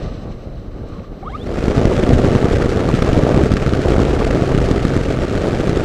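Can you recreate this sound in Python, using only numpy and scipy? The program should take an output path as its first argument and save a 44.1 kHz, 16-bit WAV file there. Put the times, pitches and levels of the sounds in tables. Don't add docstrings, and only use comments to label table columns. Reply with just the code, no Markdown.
import sys
import numpy as np
from scipy import signal
from scipy.fft import rfft, irfft, next_fast_len
from scipy.io import wavfile
from scipy.ndimage import uniform_filter1d

SR = 44100
rng = np.random.default_rng(int(sys.argv[2]) if len(sys.argv) > 2 else 0)


def volts(x):
    e = np.asarray(x, float) / 20
    return 10 ** e


def output_pcm(signal):
    pcm = np.clip(np.atleast_2d(signal).T, -1, 1) * 32767
    wavfile.write(sys.argv[1], SR, np.round(pcm).astype(np.int16))


N = 257544
T = np.arange(N) / SR

# time in seconds, pressure level in dB.
WASH_CURVE = [(1.39, -41), (1.49, -23), (1.68, -15.5), (1.86, -10.5), (1.98, -15), (2.15, -11.5),
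              (2.55, -15.5), (2.75, -17.5), (2.96, -15), (3.21, -13), (3.44, -13), (3.58, -15.5),
              (3.83, -16.5), (3.9, -12), (4.1, -16.5), (4.93, -15.5), (5.05, -20), (5.84, -17.5)]
# time in seconds, peak in dB, length in ms.
AIR_SLAPS = [(1.6821, 1.5, 1.6), (1.7802, 1.8, 3.1), (1.8544, 6.3, 2.2), (2.0924, -2.5, 2.4),
             (2.1337, -0.0, 6.1), (2.2468, 0, 1.4), (2.352, 1, 1.26), (2.4449, -3, 2.3), (2.89, -2.5, 0.95),
             (2.9412, -1.3, 3.3), (3.1324, -5, 3.3), (3.178, -4.5, 2.7), (3.2358, -1.8, 2.8),
             (3.3767, -0.5, 1.8), (3.4377, -2, 3.9), (3.519, -2.7, 5.6), (3.539, -2, 3.1),
             (3.6642, -7.7, 4), (3.736, -4, 4.4), (3.921, -6, 2.1), (3.9828, -1, 1.8), (4.0023, -2.5, 1.6),
             (4.3486, -5, 1.5), (4.4223, -4.5, 2.2), (4.5489, -2.5, 2.1), (4.5783, -4.5, 2.8),
             (4.7136, -2.5, 2.9), (4.852, 2, 2.1), (4.9661, 1, 1.4), (5.6952, -8, 4.5)]
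# time in seconds, depth in dB.
STREAM_LULLS = [(2.22, 5.6), (2.5, 4.6), (2.916, 5.2), (3.25, 2.8), (3.49, 7.4), (3.83, 4.1), (4.04, 1),
                (4.67, 2.7), (5.16, 3), (5.268, 6.6)]
# time in seconds, lift in dB.
EDDY_CRACKLES = [(2.375, 3), (2.528, 9), (2.557, 6.9), (2.624, 3.6), (2.703, 6.2), (2.958, 12),
                 (3.024, 8.4), (3.064, 4), (3.57, 5.9), (3.697, 5.7), (3.747, 3.2), (3.875, 3.4), (4.25, 4),
                 (4.31, 4.4), (4.46, 3.6), (5.378, 2)]
# time in seconds, lift in dB.
AIRFRAME_LURCHES = [(1.63, 0), (2.15, 15), (2.54, 15.5), (2.935, 13), (3.44, 15.5), (3.525, 5), (3.75, 13),
                    (3.99, 3), (4.1, 7), (4.63, 12), (4.988, 7), (5.11, 13), (5.22, 9), (5.32, 2)]
# frequency in Hz, level in dB per Hz.
WASH_SPECTRUM = [(8, -7), (30, 0), (100, -2.5), (220, -9), (400, -9), (700, -18), (1300, -22),
                 (2200, -28.5), (4000, -35.5), (7500, -44), (11000, -57.5), (15500, -66)]
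# frequency in Hz, level in dB per Hz.
RUMBLE_SPECTRUM = [(8, 3), (25, 4.5), (80, 4.5), (160, -7.5), (400, -47), (1500, -130)]

# time in seconds, commutation whine in Hz.
WHINE_RUNUP = [(1.19, 480), (1.23, 757), (1.28, 1290), (1.33, 2120), (1.38, 2933), (1.43, 3648),
               (1.48, 4537), (1.52, 5060), (1.57, 5450)]
WHINE_MULTIPLES = [.5, 1, 1.5, 2, 2.5, 3]
WHINE_LEVELS = [-2, 0, -18, -13, -24, -18]
# frequency in Hz, width in Hz, level in dB.
FUSELAGE_MODES = [(780, 110, -1), (1200, 160, 7), (1700, 120, -10), (2200, 160, -6), (2850, 200, -9),
                  (3250, 200, -2), (3620, 180, -1)]
# time in seconds, rotation in Hz, drone level in dB.
SHAFT_CURVE = [(1.45, 100, -34), (1.6, 132.7, -35), (2.0, 132.3, -23.5), (3.0, 132, -22.5),
               (4.0, 134.8, -22.5), (4.8, 133, -20), (5.84, 130.8, -34)]
# multiple of the rotation, level in dB.
SHAFT_ORDERS = [(1, -4), (2, -9), (3, -13)]

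# time in seconds, strength of its hiss in dB.
GLIDE_CURVE = [(0, -45), (.1, -49.5), (.4, -55.5), (.68, -58), (.85, -56.5), (.9, -53.5), (1.0, -55),
               (1.1, -58.5), (1.2, -56.5)]
# time in seconds, hum in dB, length in seconds.
CAVITY_PUFFS = [
    (0.063, -49.5, 0.08),
    (0.243, -53, 0.077),
    (.95, -47, 0.058),
    (1.043, -47, 0.0082),
]
# frequency in Hz, level in dB per Hz.
GLIDE_BUFFET_SPECTRUM = [(8, -34), (30, -17), (60, -2), (110, -4.5), (220, -9), (350, -13.5), (550, -14),
                         (750, -23), (1000, -36), (1500, -35.5), (2500, -53), (6000, -110)]
# frequency in Hz, level in dB per Hz.
GLIDE_HISS_SPECTRUM = [(820, -27), (1400, -7), (1930, -5.5), (2360, -8), (3120, -7), (3310, -12.5),
                       (4080, -5.5), (4600, -14), (6280, -16), (6720, -27.5), (7880, -20.5), (8800, -38),
                       (10500, -35), (13600, -72), (22000, -120)]
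# time in seconds, peak in dB, frequency in Hz, decay in ms.
BLADE_TICKS = [
    (.745, -47, 4500, .15),
    (.8885, -43, 7500, 0.13),
    (.94, -48, 4000, .2),
    (.985, -39, 1900, .25),
    (.99, -21.5, 190, 7.2),
    (.997, -35, 2300, 0.4),
]
# multiple of the supply pitch, level in dB.
CIRCUIT_ORDERS = [(4, -84), (5, -82)]


def columns(table):
    s, *cols = np.transpose(table)
    return [np.interp(T, s, c) for c in cols]


def unit(x):
    return x / np.sqrt(np.mean(x ** 2))


def even(x, s):
    size = int(s * SR)
    power = uniform_filter1d(uniform_filter1d(x ** 2, size), size)
    return x / np.sqrt(power + 1e-12)


def bumps(times, heights, length):
    return sum(h * np.exp(-((T - s) / w) ** 2) for s, h, w in np.broadcast(times, heights, length))


def ramp(s, length):
    return np.clip((T - s) / length, 0, 1)


def noise(spectrum):
    hz, db = np.transpose(spectrum)
    size = next_fast_len(N)
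    f = np.arange(size // 2 + 1) * SR / size + 1
    gain = volts(np.interp(np.log(f), np.log(hz), db))
    return unit(irfft(rfft(rng.standard_normal(size)) * gain, size)[:N])


def walk(rate):
    k = int(SR / rate)
    held = np.repeat(rng.standard_normal(N // k + 1), k)
    return unit(uniform_filter1d(uniform_filter1d(held, k), k)[:N])


def ring(x, hz, width):
    return signal.lfilter(*signal.iirpeak(hz, hz / width, SR), x)


def tones(hz, orders):
    turn = 2 * np.pi * np.cumsum(hz) / SR
    return sum(volts(db) * np.sqrt(2) * np.sin(k * turn + k * k) for k, db in orders)


def highpass(x, order, hz):
    return signal.sosfilt(signal.butter(order, hz, "high", fs=SR, output="sos"), x)


def pressure(along, across, steady):
    p = (steady + along) ** 2 + across ** 2
    return unit(p - uniform_filter1d(p, SR // 8))


def eddy_speed(patchy, spectrum):
    return np.tanh(even(patchy * noise(spectrum), 0.049) / 3.55) * 3.57


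def slap(along, stirred, fine_db):
    swirl_hz, wake_s, wake_lift = 123.6, .014, 0.37
    for s, peak_db, ms in AIR_SLAPS:
        strength = volts((peak_db - np.interp(s, T, fine_db) - 18.0) / 2)
        near = slice(int((s - .02) * SR), int((s + 0.032) * SR))
        t = T[near] - s
        length = max(ms, 1)
        fall = np.where(t > 0, t * 600 / length, (t * 1600 / length) ** 2)
        passing = strength * np.exp(-fall)
        along[near] *= 1 + wake_lift * (t > 0) * np.exp(-(t / wake_s) ** 2)
        along[near] *= 1 - np.minimum(passing, 1)
        along[near] += 1.474 * passing * np.cos(2 * np.pi * swirl_hz * t)
        stirred[near] += 0.29 * passing


def slipstream():
    level_db = columns(WASH_CURVE)[0] - bumps(*np.transpose(STREAM_LULLS), 0.011)
    fine_db = -34 + 0.41 * (level_db + 14) - 9.5 * (1 - ramp(1.41, 0.23))
    fine_db = fine_db + bumps(*np.transpose(EDDY_CRACKLES), 0.0046)
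    rumble_db = -24.5 + 0.36 * (level_db + 16) + bumps(*np.transpose(AIRFRAME_LURCHES), 0.042)

    patchy = volts(0.44 * walk(5) + 1.4 * walk(45))
    coarse = [(hz, db - 60 * (hz > 1000)) for hz, db in WASH_SPECTRUM]
    fine = [(hz, db - 60 * (hz < 1000)) for hz, db in WASH_SPECTRUM]
    along = eddy_speed(patchy, coarse)
    sideways = eddy_speed(patchy, coarse)
    upward = eddy_speed(patchy, coarse)
    stirred = np.ones(N)
    slap(along, stirred, fine_db)
    across = 0.71 * np.hypot(sideways, upward)
    coarse_p = even(pressure(along, across, steady=0.77), 0.16)

    speed = np.hypot(0.91 + along, across)
    riding = (speed ** 1.11 + 0.078) * noise(fine)
    flicker = volts(0.45 * walk(27) + 0.89 * walk(120))
    fine_p = even(riding * stirred * flicker, 0.085)
    finest = highpass(fine_p, 2, 5000)
    fine_p = fine_p - finest * np.clip((1.56 - T) / 1.1, 0, 1)
    fine_p = fine_p + 0.37 * highpass(fine_p, 4, 12500)

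    port = 1.023 * coarse_p + .5 * ring(coarse_p, 429, 213)
    fade_in = ramp(1.27, 0.037) ** 2
    wash = volts(level_db + 1.04) * port + volts(fine_db + 3.5) * fine_p
    return fade_in * (wash + volts(rumble_db - 4.5) * noise(RUMBLE_SPECTRUM))


def housing(air):
    air = air - 0.33 * ring(air, 1040, 250)
    return air + 1.78 * ring(air, 1154, 105)


def motor():
    start_s, smooth_s = 1.205, 1.358
    grip, smooth = ramp(start_s, .02), ramp(smooth_s, .02)
    cogging_db, smooth_db = -39.5, -57
    air_cogging_db, air_smooth_db = -72, -47.5
    body_db = cogging_db - 25 * (T - start_s) - 28 * (1 - grip)
    body_db = body_db + smooth * (smooth_db - cogging_db - 70 * (T - smooth_s))
    air_db = air_cogging_db - 12 * (1 - grip)
    air_db = air_db + smooth * (air_smooth_db - air_cogging_db - 58 * (T - smooth_s))

    starting = (T > 1.19) * (T < 1.6)
    whine_hz = uniform_filter1d(columns(WHINE_RUNUP)[0], size=600) * (1 + 0.0041 * walk(200))
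    partials = tones(whine_hz, zip(WHINE_MULTIPLES, WHINE_LEVELS))
    whine = volts(body_db + 2.6 * walk(220)) * starting * partials
    body = sum(volts(db) * ring(ring(whine, hz, width), hz, width) for hz, width, db in FUSELAGE_MODES)

    airborne = volts(air_db + 1.5 * walk(80)) * starting * tones(whine_hz, [(1, 0)])
    cowl = ring(ring(airborne, 3500, 300), 3500, 300)
    airborne = airborne + volts(5) * cowl

    shaft_hz, drone_db = columns(SHAFT_CURVE)
    orders = tones(shaft_hz * (1 + 0.0123 * walk(12)), SHAFT_ORDERS)
    drone = volts(drone_db - 0.5 + 2.9 * walk(14)) * (T > 1.45) * orders
    return volts(12) * body + airborne + drone


def glide():
    flow_db = columns(GLIDE_CURVE)[0]
    buffet_db = -27.5 + 0.49 * (flow_db + 52.5)
    hiss_db = flow_db + 2.5
    hum_db = -60
    s, db, length = np.transpose(CAVITY_PUFFS)
    cavity_db = hum_db + bumps(s, db - hum_db, length)

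    gust = volts(1.7 * walk(26.14))
    buffet = pressure(gust * noise(GLIDE_BUFFET_SPECTRUM), 0., steady=4.8)
    sway = noise([(8, -24), (25, -4), (40, 0), (90, -30), (400, -130)])
    hiss = even(volts(1.5 * walk(45)) * noise(GLIDE_HISS_SPECTRUM), 0.1)
    cavity = unit(ring(ring(rng.standard_normal(N), 1170, 200), 1170, 200))
    return volts(buffet_db) * (buffet + 0.75 * sway) + volts(hiss_db) * hiss + volts(cavity_db + 6) * cavity


def ticks():
    out = np.zeros(N)
    for s, peak_db, hz, ms in BLADE_TICKS:
        decay = np.exp(-((T - s) * 1000 / max(ms, .05)) ** 2)
        out += volts(peak_db) * decay * np.sin(2 * np.pi * hz * (T - s))
    return out


def tips():
    hiss = noise([(3000, -30), (6500, 0), (10000, 0), (13500, -9), (16000, -20)])
    return volts(-68) * ramp(1.31, .07) * hiss


def circuit():
    supply_hz = 2712 * (1 + .003 * walk(8) + .0015 * walk(90))
    return tones(supply_hz, CIRCUIT_ORDERS) + volts(-72.5) * rng.standard_normal(N)


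def scene():
    return (housing(slipstream()) + motor() + glide() + ticks() + tips() + circuit())[None, :]


def top_cut(x):
    return signal.sosfilt(signal.butter(12, 15710, fs=SR, output="sos"), x)


def record(dry):
    x = highpass(dry, 1, 22)
    x = x / (1 + (x / 1.01) ** 24) ** (1 / 24)
    x = signal.sosfiltfilt(signal.ellip(8, .1, 50, 15220, fs=SR, output="sos"), x)
    return top_cut(x)


dry = scene()
out = record(dry)
output_pcm(out)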